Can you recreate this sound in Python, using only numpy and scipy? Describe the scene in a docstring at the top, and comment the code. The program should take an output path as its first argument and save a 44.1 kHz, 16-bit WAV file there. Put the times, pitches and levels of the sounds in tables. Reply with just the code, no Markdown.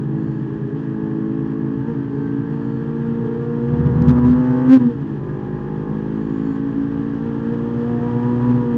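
"""Race car heard from inside its cabin

A four-cylinder engine holds a corner, accelerates over a ribbed kerb, flares into a loud boom at an upshift
and pulls again. Its harmonics and gated noise pass through fixed resonances; filtered noise gives the road
rumble that rings the cabin. The gears whine, the wheels thump, loose parts clack and something squeaks
faintly. The small microphone rasps when it is overloaded."""
import sys
import numpy as np
from scipy import signal
from scipy.fft import rfft, irfft, next_fast_len
from scipy.io import wavfile
from scipy.ndimage import uniform_filter1d, minimum_filter1d

SR = 44100
rng = np.random.default_rng(int(sys.argv[2]) if len(sys.argv) > 2 else 0)


def unload_wav(signal):
    """Save mono or channel-first audio to the path in sys.argv[1] as 16-bit WAV at rate SR, clipped to [-1, 1]."""
    wavfile.write(
        sys.argv[1],
        SR,
        np.round(np.clip(np.atleast_2d(signal).T, -1, 1) * 32767).astype(np.int16),
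    )


N = 386757
TIME = np.arange(N) / SR
CYLINDERS = 4  # firings in one four-stroke cycle
# around this cycle rate the engine comes on song and hardens, over this range of rates
SONG_HZ, SONG_RANGE_HZ = 59.34, 0.14

# nominal four-stroke cycle rate, a quarter of the firing rate: time_s, cycle_rate_hz
CYCLE_RATE = [(0.0, 53.62), (1.15, 54.01), (1.8, 54.87), (2.35, 55.98), (3.05, 57.56), (3.65, 59.09),
              (4.22, 61.33), (4.4, 62.6), (4.67, 63.94), (4.9, 59.6), (5.0, 55.04), (5.12, 53.84),
              (5.21, 50.22), (6.75, 55.65), (7.2, 56.41), (7.8, 59.02), (8.58, 61.18), (8.73, 59)]
# brief jumps and sags of the revs: middle_s, half_length_s, cycle_rate_change_hz
REV_BLIPS = [(0.63, 0.0811, -0.2), (0.793, 0.06983, 1.27), (1.902, 0.04595, 3), (4.745, 0.03703, 3.5),
             (7.274, 0.036, 0.76), (7.535, 0.024, 0.9)]
# the exhaust tones dip in level, most sharply just before the upshift: middle_s, half_length_s, relative_depth_db
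EXHAUST_DIPS = [(0, 0.12, -2), (.55, 0.36, -5), (1.81, .05, -2.5), (2.11, 0.087, -3.5),
                (4.795, .012, -10.5), (4.95, 0.1, -2.5), (5.08, 0.13, -4), (7.19, 0.042, -1.5)]
# the exhaust boom flares at the firing rate: middle_s, half_length_s, gain_db
BOOM_FLARES = [(4.096, 0.074, 6), (4.3, 0.11, 5.5), (4.735, .047, 18), (4.82, 0.013, 6), (4.872, .03, 11),
               (8.548, 0.037, 3), (8.75, 0.042, 7.5)]
# the throttle is shut for the gear change: start_s, end_s
THROTTLE_SHUT = (4.775, 5.2)
# the higher gear takes up the load: start_s, end_s
GEAR_CHANGE = (4.9, 5.3)
# multiples 2 to 9 of the cycle, relative strength: lower_gear_db, higher_gear_db
DRONE_ORDERS = [(-5.5, 1.1), (9.5, 9.5), (16.5, 17.5), (-5.5, -3.5), (0.46, -1.5), (-7, 2.1), (13, 12),
                (-11, 1)]
# cabin resonances that the low exhaust tones swell through: frequency_hz, width_hz, gain_db
CABIN_MODES = [(124.74, 7.1, -18.5), (159.6, 19.6, -43), (213.8, 8.9, -48), (231, 2.2, -47),
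               (249.3, 18.1, -38), (276.6, 13.84, -18), (293.3, 5.4, -35.5), (324.1, 12, -29),
               (353, 32, -39), (372.4, 20, -42.5), (435, 15, -56.5), (472.4, 28.4, -42.5), (512, 23, -50)]
# burble noise spectrum: frequency_hz, relative_level_db
BURBLE_SPECTRUM = [(150, -34), (195, -11), (245, -2.5), (275, 13), (305, 4.5), (350, -3), (400, -4.5),
                   (480, -8.5), (600, -28.5), (3000, -110)]
# body resonances over the exhaust snarl: frequency_hz, relative_level_db
SNARL_SPECTRUM = [(465, 6.5), (490, 2), (540, -2), (610, -17), (700, -17.5), (780, -1.5), (830, 0.5),
                  (885, 2), (930, -6), (1070, -4.5), (1200, -4.5), (1380, -20.5), (1650, -7), (1760, -13),
                  (1850, -14.5), (2100, -22.5), (3200, -33)]
# resonances that the firing harmonics cross: frequency_hz, relative_level_db
HOWL_SPECTRUM = [(625, -1), (655, -4), (690, -8), (712, 8), (740, -5), (790, 1.5), (833, 11.5), (875, 1),
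                 (913, 6.5), (938, 5.5), (955, 10), (985, 19), (1000, 8.5), (1045, 4.5), (1110, 1),
                 (1150, -4), (1210, 0.5), (1260, -6.5), (1310, -18.5), (1370, -3.5), (1480, -11.5),
                 (1560, 1.5), (1620, -4.5), (1683, -8), (1756, -13.5), (1923, -10.5), (2150, -25),
                 (2850, -20)]
# crank-rate blare spectrum at high revs: frequency_hz, relative_level_db
BLARE_SPECTRUM = [(375, -33.5), (500, -31.5), (560, -53), (630, -43), (750, -56.5), (855, -62.5),
                  (885, -50), (1000, -61.5), (1130, -50), (1390, -47.5), (1700, -57), (2000, -66)]
# intake and valve-gear noise spectrum: frequency_hz, relative_level_db
RUSH_SPECTRUM = [(200, -20), (520, -12), (660, -6), (850, 5.5), (1100, 2), (1350, -1.5), (1540, -4.5),
                 (1680, 0), (1900, -4), (2080, -15.5), (3200, -13), (3650, -21.5), (7000, -31.5),
                 (8000, -41.5), (9000, -38.5), (11000, -54), (15000, -62.5)]
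# wheel blows: start_s, relative_level_db
WHEEL_BLOWS = [(3.724, -12), (3.797, -11), (3.853, -9), (3.904, -12), (3.956, -9), (4.005, -6), (4.07, -6),
               (4.0831, -7.5), (4.231, -16), (4.298, -10)]
# ringing modes of the body shell: frequency_hz, relative_level_db, decay_time_t60_s
SHELL_MODES = [(71.7, -27.5, 0.31), (130.4, 14, 0.063), (160, -10.5, 0.028), (203, -7.5, 0.22),
               (380, -13, 0.017)]
# the wheels run along the ribbed kerb: start_s, end_s
KERB_SPAN = (3.66, 4.43)
# loose fittings clack near some of the wheel blows: start_s, tick_level_db, knock_level_db
FITTING_CLACKS = [(4.022, -42, -41), (4.088, -44, -30), (4.096, -50, -35), (4.312, -60, -41)]
# road rumble, greatest on the kerb and least on the straight: time_s, level_db
ROAD_RUMBLE = [(0, -24), (.9, -28.5), (2.3, -27), (3.55, -26.5), (3.95, -18), (4.25, -23.5), (4.76, -26),
               (6.3, -33), (8.7, -27.5)]
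# tyre noise spectrum: frequency_hz, relative_level_db
TYRE_SPECTRUM = [(20, -31), (45, -26), (65, -22), (85, -13.5), (105, -22), (180, -15), (290, -16.5),
                 (430, -19), (520, -28.5), (700, -38), (3000, -110)]
# faint squeaks: start_s, end_s, then the relative level of each of four partials: level_db x 4
SQUEAK_EVENTS = [(.12, .5, -73, -78, -79, -98), (2.081, 2.33, -76, -77, -78, -88),
                 (2.42, 2.886, -73, -78, -80, -97), (6.152, 6.494, -75, -77.5, -76.5, -87),
                 (6.426, 6.59, -70, -82, -73, -80)]
# nominal pitches of those partials: pitch_hz
SQUEAK_PITCHES = [4315, 4740, 6895, 9100]
# microphone overload rasp spectrum: frequency_hz, relative_level_db
RASP_SPECTRUM = [(200, -15.5), (600, -2.5), (1600, -1.5), (2200, -3.5), (3200, -6), (4000, -9.5),
                 (6800, -18.5), (8000, -30), (9500, -28), (12000, -38.5), (16000, -40)]


def crank(tremble=.0013, rock=.0026, rock_hz=4.6, shake=.006):
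    """Torsional oscillation: the cycle rate trembles, rocks on springy drive shafts and is shaken by the kerb."""
    rocking = np.sin(2 * np.pi * np.cumsum(rock_hz * (1 + .2 * wander(3))) / SR)
    # the shafts rock most in the higher gear
    rocking *= rock * (1 + high_gear()) / 2
    unsteady = tremble * wander(45) + rocking + shake * on_kerb() * wander(60)
    nominal_hz, = curves(CYCLE_RATE)
    return (nominal_hz + swells(REV_BLIPS)) * (1 + unsteady)


def drone(turns, cycle_hz, boom_rough=0.16, drone_rough=0.14, octave_rough=0.16, fade_db=0.51,
          throb_db=-57, throb_gear_db=12, lag=0.3):
    """Harmonic excitation of modes: low exhaust orders, phase-locked to the cycle, slide through the cabin."""
    def tone(multiple, rough):
        # orders above the firing rate lag those below, so each bark starts sharply and dies away
        late = lag * np.tanh(multiple - CYLINDERS)
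        wave = np.cos(2 * np.pi * (multiple * turns - late))
        return np.sqrt(2) * (1 + rough * wander(30)) * wave

    # a deep throb comes up with the heavier load of the higher gear
    out = gain_of(throb_db + throb_gear_db * high_gear()) * tone(1, drone_rough)
    for multiple, (low_gear_db, high_gear_db) in enumerate(DRONE_ORDERS, 2):
        if multiple == CYLINDERS:
            wave = gain_of(swells(BOOM_FLARES)) * tone(multiple, boom_rough)
        else:
            rough = octave_rough if multiple >= 2 * CYLINDERS else drone_rough
            wave = gain_of(fade_db * wander(6)) * tone(multiple, rough)
        order_db = low_gear_db + (high_gear_db - low_gear_db) * high_gear()
        out += gain_of(order_db) * cabin_gain(multiple * cycle_hz) * wave
    return gain_of(swells(EXHAUST_DIPS)) * out


def howl(turns, cycle_hz, level_db=-53.5, song_db=3, gear_db=1.0, flare=1.49, dip=1.0,
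         flare_from_hz=62, flare_span_hz=2.8, shut_db=-7, kerb_db=-2.5):
    """Resonance crossing: firing harmonics cry out on song, and more as the boom flares at the highest revs."""
    top_revs = np.clip((cycle_hz - flare_from_hz) / flare_span_hz, 0, 1)
    load_db = (song_db + gear_db * high_gear()) * on_song(cycle_hz)
    load_db += flare * top_revs * swells(BOOM_FLARES) + dip * swells(EXHAUST_DIPS)
    load_db += shut_db * throttle_shut() + kerb_db * on_kerb()
    multiples = CYLINDERS * np.arange(3, 12)
    return gain_of(level_db + load_db) * harmonics(turns, cycle_hz, multiples, HOWL_SPECTRUM, flutter=.38)


def snarl(turns, cycle_hz, level_db=-52.5, song_db=4.0, song_db_per_hz=2.0, pull_db=2.5, dip=0.79):
    """Broken firing symmetry: unequal cylinders give a dense comb that slides under fixed body resonances."""
    multiples = [k for k in range(10, 52) if k % CYLINDERS]
    comb = harmonics(turns, cycle_hz, multiples, SNARL_SPECTRUM, flutter=.33)
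    load_db = song_db * on_song(cycle_hz) + pull_db * pulling(cycle_hz)
    load_db += song_db_per_hz * np.clip(cycle_hz - SONG_HZ, 0, 4.5)
    return gain_of(level_db + load_db + dip * swells(EXHAUST_DIPS)) * comb


def blare(turns, cycle_hz, full_hz=62.6, db_per_hz=2.0, dip=1.8):
    """Inertial forcing: near top revs the pistons shake the car at multiples of the crank rate."""
    load_db = db_per_hz * np.minimum(cycle_hz - full_hz, 0) + dip * swells(EXHAUST_DIPS)
    # the crank turns twice in each cycle
    return gain_of(load_db) * harmonics(turns, cycle_hz, range(6, 31, 2), BLARE_SPECTRUM, flutter=.25)


def burble(turns, cycle_hz, depth=0.084, level_db=-39.5, song_db=7, gear_db=0.0, dip_rise=0.39):
    """Random combustion: noise pulsing with the cycle roughens the low tones, more while those tones dip."""
    puffs = pulse(turns, depth) * rng.standard_normal(N)
    load_db = song_db * on_song(cycle_hz) + gear_db * high_gear() - dip_rise * swells(EXHAUST_DIPS)
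    return gain_of(level_db + load_db) * evened(coloured(puffs, BURBLE_SPECTRUM))


def rush(turns, cycle_hz, firing_depth=0.24, cycle_depth=0.042, level_db=-47.0, rev_slope_db=28,
         gear_db=2.5, song_db=0.0, flutter_db=0.72):
    """Modulated flow noise: intake and valve gear puff with each firing and cycle, growing with the revs."""
    gate = pulse(CYLINDERS * turns, firing_depth) + cycle_depth * np.cos(2 * np.pi * turns)
    noise = evened(coloured(gate * rng.standard_normal(N), RUSH_SPECTRUM))
    # the slope is in dB for each e-fold of the cycle rate
    revs_db = rev_slope_db * np.log(cycle_hz / cycle_hz.mean()) + song_db * on_song(cycle_hz)
    return gain_of(level_db + revs_db + gear_db * high_gear() + flutter_db * wander(50)) * noise


def buzz(turns, cycle_hz, low_hz=2200, high_hz=7000, level_db=-69.0, full_hz=62.6, db_per_hz=4,
         depth=.6, flutter_db=2):
    """Forced rattle: loose trim fizzes with each firing as the engine nears its top revs."""
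    fizz = band_noise(low_hz, high_hz, N, pulse(CYLINDERS * turns, depth))
    revs_db = db_per_hz * np.minimum(cycle_hz - full_hz, 0)
    return gain_of(level_db + revs_db + flutter_db * wander(40)) * fizz


def panel(turns, cycle_hz, ring_hz=1675, width_hz=90, level_db=-55, depth=.6):
    """Narrow-band resonance: a thin panel, shaken once a cycle, rings with a nasal note."""
    shakes = pulse(turns, depth) * rng.standard_normal(N)
    ringing = resonate(resonate(shakes, ring_hz, width_hz), ring_hz, width_hz)
    return gain_of(level_db) * evened(ringing)


def driveline(cycle_hz, level_db=-42.5, gear_db=-13, fade_db=5.5):
    """Gear-mesh whine: a tone in fixed ratio to the cycle rate in each gear, fainter after the upshift."""
    per_cycle = np.interp(high_gear(), [0, 1], [7.524, 9.5535])
    turns = np.cumsum(per_cycle * cycle_hz) / SR
    whine = partial(turns, 1, rough=0.21)
    return gain_of(level_db + gear_db * high_gear() + fade_db * wander(5.5)) * whine


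def thumps(rise_s=0.0096, level_db=3):
    """Impulse response: each blow is cushioned by the tyre, then rings the decaying modes of the body shell."""
    t, out = TIME[:SR // 3], np.zeros(N)
    ring = sum(gain_of(db - 60 * t / t60) * np.sin(2 * np.pi * hz * t) for hz, db, t60 in SHELL_MODES)
    ring *= 1 - np.exp(-(t / rise_s) ** 2)
    for start_s, blow_db in WHEEL_BLOWS:
        add(out, start_s, gain_of(blow_db + level_db) * ring / abs(ring).max())
    return out


def kerb(rib_hz=80, rough=0.12, level_db=-24):
    """Periodic forcing: the ribs of the kerb hum through the suspension at a slightly wavering rate."""
    turns = np.cumsum(rib_hz * (1 + .022 * wander(16))) / SR
    hum = (1 + rough * wander(30)) * np.sin(2 * np.pi * turns)
    return np.sqrt(2) * gain_of(level_db) * on_kerb() * hum


def clatter(low_hz=480, high_hz=1350, level_db=-41, flutter_db=3.0):
    """Random impact noise: the floor and panels clatter unevenly while the wheels are on the kerb."""
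    return gain_of(level_db + flutter_db * wander(60)) * on_kerb() * band_noise(low_hz, high_hz, N)


def clacks(low_hz=2800, high_hz=6200, t60=0.014, panel_low_hz=450, panel_high_hz=1600, panel_t60=.07):
    """Damped impact: a dry tick of metal on trim, with the duller, longer knock of the panel behind it."""
    t, out = TIME[:SR // 10], np.zeros(N)
    for start_s, tick_db, knock_db in FITTING_CLACKS:
        tick = gain_of(tick_db - 60 * t / t60) * band_noise(low_hz, high_hz, len(t))
        knock = gain_of(knock_db - 60 * t / panel_t60) * band_noise(panel_low_hz, panel_high_hz, len(t))
        add(out, start_s, tick)
        add(out, start_s, knock)
    return out


def road(cabin_hz=139, width_hz=26, tyres_db=-36.0, follow=0.77, gear_db=3.5):
    """Noise-driven resonance: rolling keeps a hollow cabin mode ringing, over broader tyre rumble."""
    level_db, = curves(ROAD_RUMBLE)
    cabin = resonate(rng.standard_normal(N), cabin_hz, width_hz)
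    cabin = evened(resonate(cabin, cabin_hz, width_hz))
    # steady rolling keeps the ringing even from moment to moment
    cabin /= np.sqrt(uniform_filter1d(cabin ** 2, size=7000) + 1e-6)
    tyres = evened(coloured(rng.standard_normal(N), TYRE_SPECTRUM))
    tyre_level_db = tyres_db + gear_db * high_gear() + follow * (level_db - level_db.mean())
    return gain_of(level_db) * cabin + gain_of(tyre_level_db) * tyres


def squeaks(waver=.0016, flicker_db=2):
    """Frictional vibration: rubbing metal gives thin, sustained squeals whose partials waver together."""
    clock, out = np.cumsum(1 + waver * wander(25)) / SR, np.zeros(N)
    for column, pitch_hz in enumerate(SQUEAK_PITCHES):
        level = np.zeros(N)
        for start_s, end_s, *partials_db in SQUEAK_EVENTS:
            envelope = signal.windows.tukey(max(int((end_s - start_s) * SR), 2), .5)
            add(level, start_s, gain_of(partials_db[column]) * envelope)
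        out += level * gain_of(flicker_db * wander(23)) * np.sin(2 * np.pi * pitch_hz * clock)
    return out


def high_gear():
    """Load transfer: 0 before the upshift, rising to 1 after it."""
    return np.interp(TIME, GEAR_CHANGE, [0, 1])


def throttle_shut(ramp_s=.02):
    """Throttle closure: 1 while shut for the gear change, otherwise 0, with short ramps."""
    start_s, end_s = THROTTLE_SHUT
    return np.interp(TIME, [start_s, start_s + ramp_s, end_s - ramp_s, end_s], [0, 1, 1, 0])


def on_song(cycle_hz):
    """Soft threshold: 0 at moderate revs, 1 when the engine is on song."""
    return .5 + .5 * np.tanh((cycle_hz - SONG_HZ) / SONG_RANGE_HZ)


def pulling(cycle_hz):
    """Engine load: 0 to 1 as the engine labours in the higher gear, most at low revs."""
    return high_gear() * np.clip((SONG_HZ - cycle_hz) / 3, 0, 1)


def on_kerb():
    """Contact force: how firmly the wheels ride the kerb, an arch from 0 to 1 and back."""
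    return np.sqrt(abs(np.sin(np.pi * np.interp(TIME, KERB_SPAN, [0, 1]))))


def cabin_gain(hz):
    """Modal response: the summed resonance curves of the cabin at the given frequencies."""
    return sum(gain_of(db) / (1 + (2 * (hz - mode_hz) / width_hz) ** 2)
               for mode_hz, width_hz, db in CABIN_MODES)


def partial(turns, multiple, rough, fade_db=1.0):
    """Amplitude modulation: one harmonic flutters quickly in level and slowly fades and returns."""
    level = (1 + rough * wander(16)) * gain_of(fade_db * wander(4))
    return level * np.cos(2 * np.pi * (multiple * turns + rng.random()))


def harmonics(turns, cycle_hz, multiples, spectrum, flutter):
    """Source and filter: multiples of the cycle rate take their levels from a fixed spectrum."""
    return sum(read(spectrum, k * cycle_hz) * partial(turns, k, flutter) for k in multiples)


def pulse(turns, depth):
    """Periodic modulation: a gain that swells about 1 once in each turn."""
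    return 1 + depth * np.cos(2 * np.pi * turns)


def band_noise(low_hz, high_hz, size, gate=1):
    """Band-passed noise: optionally gated first, then filtered and scaled to unit rms."""
    band = signal.butter(3, [low_hz, high_hz], "band", fs=SR, output="sos")
    return evened(signal.sosfilt(band, gate * rng.standard_normal(size)))


def resonate(x, hz, width_hz):
    """Single resonator: a peak filter of unit gain at its centre."""
    return signal.lfilter(*signal.iirpeak(hz, hz / width_hz, SR), x)


def read(points, hz):
    """Spectral envelope: gain at the given frequencies, interpolated in dB over log frequency."""
    f, db = np.transpose(points)
    return gain_of(np.interp(np.log(hz + 1), np.log(f + 1), db))


def coloured(x, points):
    """Linear filtering: multiplies the Fourier transform of x by a spectral envelope."""
    size = next_fast_len(N)
    return irfft(rfft(x, size) * read(points, np.fft.rfftfreq(size, 1 / SR)), size)[:N]


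def wander(hz):
    """Slow random modulation: unit rms, joining random values spaced hz to the second."""
    knots = rng.standard_normal(4000)
    return evened(np.interp(TIME * hz, np.arange(len(knots)), knots))


def swells(rows):
    """Gaussian envelopes: one rise or dip for each row of middle_s, half_length_s, size."""
    return sum(size * np.exp(-((TIME - s) / half_s) ** 2) for s, half_s, size in rows)


def curves(rows):
    """Linear interpolation: each column of a timed table, at every sample."""
    s, *columns = np.transpose(rows)
    return [np.interp(TIME, s, c) for c in columns]


def gain_of(db):
    """Logarithmic level: decibels to amplitude."""
    return 10 ** (np.asarray(db) / 20)


def evened(x):
    """Power normalization: scales to unit rms."""
    return x / np.sqrt(np.mean(x ** 2) + 1e-20)


def add(mix, s, sound):
    """Superposition: mixes a sound in place from time s."""
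    part = mix[max(round(s * SR), 0):][:len(sound)]
    part += sound[:len(part)]


def scene(node_hz=99, node_width_hz=22):
    """Superposition: one slightly unsteady crank drives all the engine's layers, over the road."""
    cycle_hz = crank()
    turns = np.cumsum(cycle_hz) / SR
    layers = (drone, howl, snarl, blare, burble, rush, buzz, panel)
    engine = sum(layer(turns, cycle_hz) for layer in layers)
    jolts = thumps() + kerb()
    # the microphone sits in a quiet node of one standing wave that the jolts set up
    jolts = jolts - resonate(jolts, node_hz, node_width_hz)
    return (engine + driveline(cycle_hz) + jolts + clatter() + clacks() + road() + squeaks())[None]


def limiter(x, ceiling=0.95, hold_s=0.011):
    """Gain reduction: turns the level down smoothly whenever the crests pass the ceiling."""
    span = max(int(hold_s * SR), 2)
    crest = -minimum_filter1d(-abs(x), span)
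    return x / uniform_filter1d(np.maximum(crest / ceiling, 1), span)


def record(dry, growth=3.15, rasp_db=-13, lopsided=0.26, edge_hz=15700):
    """Nonlinear transduction: big swings are limited, bend lopsidedly and rasp; then a low-pass limits the band."""
    x = limiter(dry[0])
    # the rasp grows steeply with the swing, smoothed over a few milliseconds around each crest
    strain = uniform_filter1d(abs(x) ** growth, size=110)
    rasp = gain_of(rasp_db) * coloured(strain * rng.standard_normal(N), RASP_SPECTRUM)
    # squaring makes the distortion; the high-pass at 300 Hz removes its steady offset and bass
    bend = signal.sosfilt(signal.butter(2, 300, "high", fs=SR, output="sos"), x ** 2)
    band = signal.firwin(511, edge_hz, window=("kaiser", 9), fs=SR)
    return signal.oaconvolve(x + lopsided * bend + rasp, band, "same")[None]


dry = scene()
out = record(dry)
unload_wav(out)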